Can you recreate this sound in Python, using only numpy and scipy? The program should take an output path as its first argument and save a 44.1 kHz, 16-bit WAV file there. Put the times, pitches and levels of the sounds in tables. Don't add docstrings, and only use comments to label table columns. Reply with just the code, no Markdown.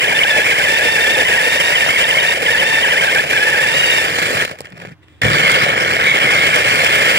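import sys
import numpy as np
from scipy import signal
from scipy.fft import rfft, irfft
from scipy.io import wavfile
from scipy.ndimage import uniform_filter1d, minimum_filter1d

SR = 44100
rng = np.random.default_rng(int(sys.argv[2]) if len(sys.argv) > 2 else 0)


def master_out(mix):
    frames = np.transpose(np.atleast_2d(mix))
    ceiling = np.clip(frames, -1, 1)
    pcm = np.round(ceiling * 32767).astype(np.int16)
    wavfile.write(sys.argv[1], SR, pcm)


N = 316638
TIME = np.arange(N) / SR
FREQS = np.fft.rfftfreq(N, 1 / SR)

# (time [s], tooth rate [Hz])
CRUISE = [(0, 914), (.35, 880), (.4, 836), (.7, 894), (1.38, 894), (1.64, 934), (2.3, 925), (2.8, 895),
          (3.42, 838), (3.6, 890), (3.7, 900), (3.78, 956), (3.95, 926), (4.01, 890), (4.41, 860),
          (4.5, 560), (5.2, 1150), (6.3, 1095), (7.18, 1050)]
# (time of the top [s], surge [Hz], sag [Hz])
SLIPS = [(0.025, 149, 85), (0.1, 215, 120), (.222, 240, 85), (0.291, 70, 45), (.462, 216, 0),
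         (.497, 320, 60), (.58, 238, 110), (.645, 164, 50), (.77, 30.6, 70), (0.951, 26, 70),
         (1.024, 45, 45), (1.14, 38.4, 45), (1.19, 25.8, 35), (1.267, 146, 55.5), (1.312, 49.3, 45),
         (1.373, 48.7, 40), (1.601, 90, 14.5), (1.751, 108, 25), (1.808, 17.8, 55.5), (1.91, 172, 0.5),
         (1.953, 222, 30), (2.018, 110, 44.5), (2.094, 128, 55), (2.171, 205, 20), (2.224, 82, 50.5),
         (2.452, 197, 49.5), (2.52, 29, 40), (2.601, 121, 65), (2.833, 108, 115), (2.911, 142, 105.5),
         (3.001, 225, 109), (3.06, 67, 100), (3.14, 220, 85), (3.308, 272, 35.5), (3.352, 40, 59.5),
         (3.456, 52.6, 6), (3.513, 66, 50)]
# (start [s], stop [s], level [dB], overtone boost [dB])
SINGING = [(0, .7, -15, 1.5), (.7, 1.38, -14.8, 1), (1.38, 1.89, -15.3, -.5), (1.89, 2.33, -15, 0),
           (2.44, 3.21, -14.2, 0), (3.33, 3.72, -14.7, -1), (3.72, 4.035, -16.7, 2.5),
           (4.39, 4.425, -23, 0), (5.25, 6.28, -25, 0), (6.28, 7.3, -22.5, -2)]
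# (frequency [Hz], width [Hz], boost [dB])
SHELL_RESONANCES = [(151, 98, 9), (502, 445, 18), (1740, 320, 9), (2253, 490, 7.5), (3002, 550, 11.5),
                    (3480, 740, 0.5), (4190, 215, 9), (4654, 590, 8.5), (5416, 900, 8.5), (6670, 520, 5.5),
                    (7430, 230, 7.5), (8090, 570, 6.5), (11240, 2000, 4), (13060, 590.0, 5)]
# (frequency [Hz], level [dB])
GEARBOX_TONE = [(750, -8), (920, 0.5), (1200, -1), (1600, 7.5), (1800, 1), (2250, 5.5), (2700, 0),
                (3080, 9), (3300, -3), (3680, 2), (3950, -8), (4250, -13.5), (4700, -10), (8000, -15)]
# (time [s], knock rate [Hz], level against ticks and grinding [dB])
CHATTER = [(0, 47, -14), (4.0, 48, -15), (4.4, 48.7, -9.5), (5.2, 60.3, 2.5), (5.4, 60.4, -7.5),
           (5.68, 70, -11), (5.8, 69, -8), (7.18, 64, -13)]
# (frequency [Hz], level [dB])
SMOOTH_TONE = [(20, -39), (43, -29), (65, -11.5), (100, -14.5), (260, -16), (700, -8), (1150, -4),
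               (1500, -0.5), (2500, 0.5), (3300, -6.5), (4300, -14), (5000, -11.5), (6000, -11.5),
               (9500, -9), (15500, -20.5)]
# (frequency [Hz], level [dB])
LOOSE_TONE = [(20, -28), (43, -32), (90, -3), (260, -7), (700, -7), (1000, 1), (1250, 7), (1500, 5.5),
              (2600, 0), (4000, -6), (6000, -10), (7500, -7.5), (9500, -9), (15500, -19)]
# (time [s], looseness [0-1])
LOOSENESS = [(0, 0), (1.83, 0), (1.89, .65), (1.97, 0), (3.95, 0.3), (4.1, 0.66), (5.2, 1), (7.18, 0.39)]
# (frequency [Hz], depth [dB])
FLEX_DEPTH = [(400, 1.2), (2200, 1.1), (3200, 3), (5500, 3), (9000, 1.9)]
# (start [s], stop [s], shell rattle [dB], wheel rumble [dB])
MOTOR_RUNS = [(0, 4.425, -16.5, -25.5), (5.217, 7.3, -13, -23)]
# (time [s], effort [dB])
EFFORT = [(0, -1.5), (.7, 0.5), (1.9, 1), (2.2, -0.6), (3.55, -1), (3.95, 2), (4.1, 1.5), (4.42, -0.5),
          (5.22, 0.5), (5.3, -1), (5.47, 3), (5.76, -3.5), (6.2, -1), (6.57, 2), (6.68, 1), (6.8, 2.5),
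          (7.18, 3)]
# (time [s], half length [s], dip [dB])
LULLS = [(2.4, 0.032, 3.5), (3.257, 0.044, 3), (4.09, 0.057, 3), (5.741, 0.028, 3.5)]
# (time [s], half length [s], level [dB])
BUMPS = [(0.098, 0.04, -32), (0.384, 0.021, -28), (1.154, 0.14, -33), (3.164, 0.019, -38),
         (5.268, 0.035, -30), (6.585, 0.028, -36)]
# (frequency [Hz], level [dB])
STREET_TONE = [(24, -59), (40, -29), (82, 5), (153, -2.5), (233, -19.5), (306, -3), (355, -19), (550, -20),
               (1100, -19), (1850, -20), (2600, -25), (6300, -36), (7680, -40), (15000, -45)]
# (time [s], pitch [Hz], level [dB])
THUMPS = [(.361, 633, -16), (.65, 565.4, -18), (.854, 478.6, -13), (1.465, 500, -15), (2.0, 521, -13.5),
          (2.171, 624, -19), (5.564, 517, -14), (5.66, 571, -13.5), (6.56, 490, -8.5), (6.598, 458, -15),
          (6.735, 439.4, -16), (6.8, 533, -16), (6.831, 544, -11.5)]
# (multiple of the pitch [ratio], level [dB])
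THUMP_TONES = [(1, 1.5), (1.27, -5)]
# (time [s], half length [s], level [dB])
RASPS = [(0.489, 0.037, -7.5), (1.935, .03, -22), (5.228, 0.0099, -11), (5.5, .075, -8),
         (5.633, 0.017, -13), (6.095, 0.062, -8.5), (6.36, 0.14, -10.5)]
# (time [s], half length [s], pitch [Hz], glide [Hz/s], level [dB])
SQUEALS = [(1.605, .009, 3120, 0, -25), (1.763, .009, 3150, -4000, -20), (1.968, .008, 3200, 0, -20),
           (2.041, .008, 3200, 0, -18), (2.918, 0.011, 3140, 0, -19), (3.11, 0.061, 3202, 0, -27),
           (3.313, .0035, 2300, 0, -10.5), (4.529, .03, 540, 5500, -37), (6.36, .02, 4465, 5000, -27),
           (6.442, 0.032, 4310, -3000, -27), (6.478, 0.039, 3130, -2000, -27),
           (6.82, .022, 4250, 3000, -24.5), (6.972, .03, 3356, 0, -29)]
# (time [s], level [dB], treble [dB], thud [dB], decay [s])
KNOCKS = [(1.863, -0.5, -25, -7, .001), (1.889, -1, -21, -15, 0.0016), (3.149, 1, -20, -23, 0.0014),
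          (3.309, -4, -18, -30, .0015), (4.423, -2, -29, -15, .001), (4.449, -5, -18, -19, 0.0046),
          (4.478, -8.5, -16, -14, 0.0017), (4.496, -16, -30, -8, 0.0027), (4.512, -12, -16, -12, 0.0048),
          (4.587, -21, -15, -13, 0.0062), (4.606, -9, -12, -13, 0.0011), (4.616, -20, -10, -10, .0015),
          (4.646, -23, -26, -17, 0.0037), (4.654, -22, -28, -26, 0.0048), (4.703, -32, -3, -14, .001),
          (4.722, -25, -31, -16, 0.0016), (4.777, -26, -15, -19, .0015), (4.8505, -13, -30, -6, 0.00068),
          (5.031, -37, -38, -22, .0015), (5.083, -36, -30, -20, .0015), (5.219, -5, -26, -33, 0.0013),
          (5.518, -1, -5, -25, 0.0017), (6.559, 2, -9, -15, .0015), (6.846, -2, -12, -16, .0015)]
# (time [s], half length [s], level [dB])
RUSTLES = [(5.035, 0.013, -51), (5.12, 0.06, -52), (5.195, 0.018, -59)]
# (frequency [Hz], level [dB])
RUSTLE_TONE = [(100, -20), (320, 5), (700, -10), (1300, -16), (1850, -3), (2300, -6), (3350, -2.5),
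               (4200, -14), (6300, -24), (7800, -14), (10000, -26), (15000, -32)]
# (time [s], pitch [Hz], level [dB], time to fade by 60 dB [s])
JOLT_TONES = [(5.228, 68, -19.5, 0.35), (5.23, 111, -9.5, 0.35), (5.238, 148.9, -16.5, 0.75),
              (5.24, 204.4, -14.5, 0.24)]
# (frequency [Hz], level [dB])
LEFT_TONE = [(60, .3), (3800, 0), (4600, -11), (6200, -20), (7400, -31), (9500, -34), (11000, -29),
             (15500, -30)]
# (frequency [Hz], phase lead [rad], phase scatter [rad])
LEFT_PHASE = [(20, 0, 0), (150, 0, .35), (220, .2, .55), (350, .7, 1.4), (520, 1.2, .55), (750, 1.4, .8),
              (1000, .5, .6), (1800, .75, .25), (3050, 1.1, .4), (3700, 1.1, .8), (4300, -.6, 1.4)]

MOTOR_STOP_S, RESTART_S = MOTOR_RUNS[0][1], MOTOR_RUNS[1][0]
REST_S, ENGAGE_S = 4.935, .0044


def amp(db):
    return 10 ** (np.asarray(db) / 20)


def unit(x):
    return x / np.sqrt(np.mean(x ** 2) + 1e-20)


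def curve(rows, column=1):
    rows = np.array(rows)
    return np.interp(TIME, rows[:, 0], rows[:, column])


def at_hz(rows, hz, column=1):
    rows = np.array(rows)
    return np.interp(np.log(hz + 1), np.log(rows[:, 0] + 1), rows[:, column])


def add(mix, s, sound):
    part = mix[round(s * SR):][:len(sound)]
    part += sound[:len(part)]


def swell(s, half_s):
    return np.exp(-((TIME - s) / half_s) ** 2)


def swells(rows):
    return sum(amp(db) * swell(s, half_s) for s, half_s, db in rows)


def gate(start, stop, fade_s):
    return np.clip(np.minimum(TIME - start, stop - TIME) / fade_s + .5, 0, 1)


def wander(slow_hz, fast_hz):
    weight = (FREQS > slow_hz) / np.sqrt(FREQS + slow_hz) / (1 + (FREQS / fast_hz) ** 4)
    return unit(irfft(rfft(rng.standard_normal(N)) * weight, N))


def colour(x, gain_db, size=4096):
    hz = abs(np.fft.fftfreq(size, 1 / SR))
    log_gain = np.log(amp(gain_db(hz)))
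    ring = np.fft.ifft(np.exp(np.conj(signal.hilbert(log_gain)))).real
    return signal.oaconvolve(x, ring[:size // 2])[:len(x)]


def band(x, hz, kind, order=4):
    return signal.sosfilt(signal.butter(order, hz, kind, fs=SR, output="sos"), x)


def noise(tone):
    return unit(colour(rng.standard_normal(N), lambda hz: at_hz(tone, hz)))


def shell(x, *tones):
    def gain_db(hz):
        boost = sum(db / (1 + (2 * (hz - centre) / width) ** 2) for centre, width, db in SHELL_RESONANCES)
        return boost + sum(at_hz(tone, hz) for tone in tones)
    return colour(x, gain_db)


def tooth_rate(race_s=.012, race_s_per_hz=.00013, grip_s=.031, recover_s=.028):
    rate = curve(CRUISE)
    for s, surge_hz, sag_hz in SLIPS:
        corners_s = [s - race_s - race_s_per_hz * surge_hz, s, s + grip_s, s + grip_s + recover_s]
        stage = np.interp(TIME, corners_s, np.arange(4))
        eased = np.floor(stage) + (1 - np.cos(np.pi * (stage % 1))) / 2
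        rate = rate + np.interp(eased, np.arange(4), [0, surge_hz, -sag_hz, 0])
    return rate


def whine(wobble=.0125, jitter=.006, flutter_db=3.2, fade_s=.015, dull_db_per_hz=.06):
    rate = tooth_rate() * (1 + wobble * wander(13, 28))
    slowing_hz_per_s = -np.gradient(rate) * SR
    load_db = 1.5 * np.tanh(slowing_hz_per_s / 5000)
    slip_hz = abs(rate - curve(CRUISE))
    cycles = np.cumsum(rate * (1 + jitter * wander(30, 210))) / SR
    level = sum(amp(db) * gate(start, stop, fade_s) for start, stop, db, _ in SINGING)
    overtones_db = sum(db * gate(start, stop, fade_s) for start, stop, _, db in SINGING)
    teeth = 0
    for harmonic in range(1, 10):
        phase = 2 * np.pi * (harmonic * cycles + rng.random())
        db = flutter_db * wander(11, 78)
        hoarse_rad = .0028 * slip_hz
        if harmonic > 2:
            hoarse_rad += .28
            db += overtones_db - dull_db_per_hz * slip_hz * (harmonic - 2)
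        teeth = teeth + amp(db) * np.cos(phase + hoarse_rad * wander(60, 260))
    return unit(shell(teeth * amp(load_db), GEARBOX_TONE)) * level


def impacts(ticks_per_s=2800, spread_db=2.5, grind=.84, shake_db=1.49, unevenness=.12, knock_s=.002):
    sizes = amp(spread_db * np.minimum(rng.exponential(1, N), 4))
    ticks = unit(sizes * rng.choice([-1, 1], N) * (rng.random(N) < ticks_per_s / SR))
    hail = unit(ticks + grind * rng.standard_normal(N))
    turns = np.cumsum(curve(CHATTER) * (1 + unevenness * wander(11, 90))) / SR
    blows = np.diff(np.floor(turns), prepend=0) * rng.uniform(.66, 1, N)
    fading_blows = signal.lfilter([1], [1, -np.exp(-1 / (knock_s * SR))], blows)
    chatter = unit(fading_blows * rng.standard_normal(N))
    share = amp(curve(CHATTER, 2))
    return (hail + share * chatter) / np.sqrt(1 + share ** 2) * amp(shake_db * wander(5.9, 45))


def flex(x, width_hz=300, hold_s=.05):
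    size, hop = 512, 128
    hz, _, slices = signal.stft(x, SR, nperseg=size, noverlap=size - hop)
    patches = rng.standard_normal(slices.shape)
    for _ in range(2):
        patches = uniform_filter1d(patches, round(width_hz * size / SR), axis=0)
        patches = uniform_filter1d(patches, round(hold_s * SR / hop), axis=1)
    gain = amp(at_hz(FLEX_DEPTH, hz)[:, None] * unit(patches))
    return signal.istft(slices * gain, SR, nperseg=size, noverlap=size - hop)[1][:N]


def drive_levels(scrape_db=-23, body_per_effort=.57, run_down_db_per_s=230):
    effort_db = curve(EFFORT)
    lull_db = sum(db * swell(s, half_s) for s, half_s, db in LULLS)
    scrape = body = rumble = 0
    for start, stop, body_db, rumble_db in MOTOR_RUNS:
        engaged = np.clip((TIME - start) / ENGAGE_S + .5, 0, 1)
        running = engaged * amp(-run_down_db_per_s * np.maximum(TIME - stop, 0))
        scrape += running * amp(scrape_db + effort_db - lull_db)
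        body += running * amp(body_db + body_per_effort * effort_db - lull_db / 2)
        rumble += running * amp(rumble_db)
    return scrape, body, rumble


def rattle(rumble_below_hz=850, scrape_above_hz=3800):
    force, looseness = impacts(), curve(LOOSENESS)
    smooth = unit(shell(force, SMOOTH_TONE))
    loose = unit(flex(shell(force, LOOSE_TONE)))
    spectrum = rfft((1 - looseness) * smooth + looseness * loose)
    low = 1 / (1 + (FREQS / rumble_below_hz) ** 8)
    high = 1 - 1 / (1 + (FREQS / scrape_above_hz) ** 12)
    rumble, body, scrape = (unit(irfft(spectrum * part, N)) for part in (low, 1 - low - high, high))
    scrape_gain, body_gain, rumble_gain = drive_levels()
    rolling = coasting()
    scrape *= scrape_gain + amp(-56) * rolling
    body *= body_gain + amp(-44.5) * rolling
    rumble *= rumble_gain + amp(-49) * rolling + swells(BUMPS)
    return amp(-.82) * scrape + amp(-.5 - .1 * looseness) * body + amp(-.49) * rumble


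def street(gain_db=-51.5, apart=.73):
    shared, left, right = (noise(STREET_TONE) for _ in range(3))
    left = colour(shared + apart * left, lambda hz: at_hz(LEFT_TONE, hz))
    return np.array([left, shared + apart * right]) * amp(gain_db)


def thumps(ring_s=.088, rise_s=.002):
    out, t = np.zeros(N), np.arange(SR // 4) / SR
    for s, hz, db in THUMPS:
        ring = sum(amp(tone_db) * np.sin(2 * np.pi * ratio * hz * t) for ratio, tone_db in THUMP_TONES)
        add(out, s, amp(db - 60 * t / ring_s) * (1 - np.exp(-t / rise_s)) * ring)
    return out


def rasp(pitch_hz=2152, waver=.03, width_hz=75, gain_db=-7, overtone_db=-13):
    cycles = np.cumsum(pitch_hz * (1 + waver * wander(5, 25))) / SR
    tone = 0
    for ratio, db in ((1, 0), (3 / 2, overtone_db)):
        uneven = band(rng.standard_normal(N) + 1j * rng.standard_normal(N), width_hz, "lowpass", order=2)
        tone += amp(db) * (uneven * np.exp(2j * np.pi * ratio * cycles)).real
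    level = swells(RASPS) + amp(-23) * (TIME > RESTART_S)
    motors_on = sum(gate(start, stop, ENGAGE_S) for start, stop, _, _ in MOTOR_RUNS)
    return unit(tone) * amp(gain_db) * level * motors_on


def squeals(roughness=.012):
    out = np.zeros(N)
    unsteady = 1 + roughness * wander(30, 250)
    for s, half_s, hz, glide, db in SQUEALS:
        near = abs(TIME - s) < 3 * half_s
        t = TIME[near] - s
        cycles = np.cumsum((hz + glide * t) * unsteady[near]) / SR
        out[near] += amp(db) * np.sqrt(2) * np.exp(-(t / half_s) ** 2) * np.sin(2 * np.pi * cycles)
    return out


def knocks(gain_db=-.5, treble_lift_db=21.5, thud_lift_db=17.5):
    out, t = np.zeros(N), np.arange(3000) / SR
    for s, db, treble_db, thud_db, decay_s in KNOCKS:
        crack = rng.standard_normal(len(t)) * np.exp(-t / decay_s)
        tilt = [(1100, thud_db + thud_lift_db), (1700, 0), (2600, 0), (7000, treble_db + treble_lift_db)]
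        ring = shell(crack, LOOSE_TONE, tilt)
        add(out, s, amp(db + gain_db) * ring / abs(ring).max())
    return out


def coasting(clatter_db=2, rock_db=11.5, rock_at_s=4.835):
    rolling = gate(MOTOR_STOP_S, REST_S, fade_s=.03)
    return rolling * amp(rock_db * swell(rock_at_s, half_s=.055) + clatter_db * wander(24, 96))


def drone(level_db=-40, band_hz=(125, 190), start_s=4.71):
    hum = unit(band(rng.standard_normal(N), band_hz, "bandpass", order=2))
    return amp(level_db) * hum * gate(start_s, REST_S, fade_s=.02)


def rustle():
    return noise(RUSTLE_TONE) * swells(RUSTLES)


def jolt(rise_s=.012):
    out, t = np.zeros(N), np.arange(SR) / SR
    for s, hz, db, ring_s in JOLT_TONES:
        envelope = amp(db - 60 * t / ring_s) * (1 - np.exp(-t / rise_s))
        add(out, s, envelope * np.sin(2 * np.pi * hz * t))
    return out


def stereo(x, lag_s=.000567):
    hz, _, slices = signal.stft(x, SR, nperseg=256)
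    direct = np.exp(-at_hz(LEFT_PHASE, hz, 2)[:, None] ** 2 / 2)
    reflected = np.sqrt(2 * (1 - direct ** 2)) * np.exp(2j * np.pi * rng.random(slices.shape))
    jumbled = signal.istft(slices * (direct + reflected), SR)[1][:N]
    phase = at_hz(LEFT_PHASE, FREQS) - 2 * np.pi * FREQS * lag_s
    left = irfft(rfft(jumbled) * amp(at_hz(LEFT_TONE, FREQS)) * np.exp(1j * phase), N)
    return np.array([left, x])


def scene():
    car = whine() + rasp() + rattle() + knocks() + thumps() + squeals() + jolt() + drone() + rustle()
    return stereo(car) + street()


def record(dry, lowest_hz=48, highest_hz=15950, ceiling=.92):
    sound = band(dry, lowest_hz, "highpass", order=5)
    gain = (1 + (abs(sound).max(0) / ceiling) ** 8) ** (-1 / 8)
    sound *= uniform_filter1d(minimum_filter1d(gain, size=90), size=90)
    treble_cut = signal.firwin(511, highest_hz, window=("kaiser", 9), fs=SR)
    return signal.oaconvolve(sound, treble_cut[None], "same")


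dry = scene()
out = record(dry)
master_out(out)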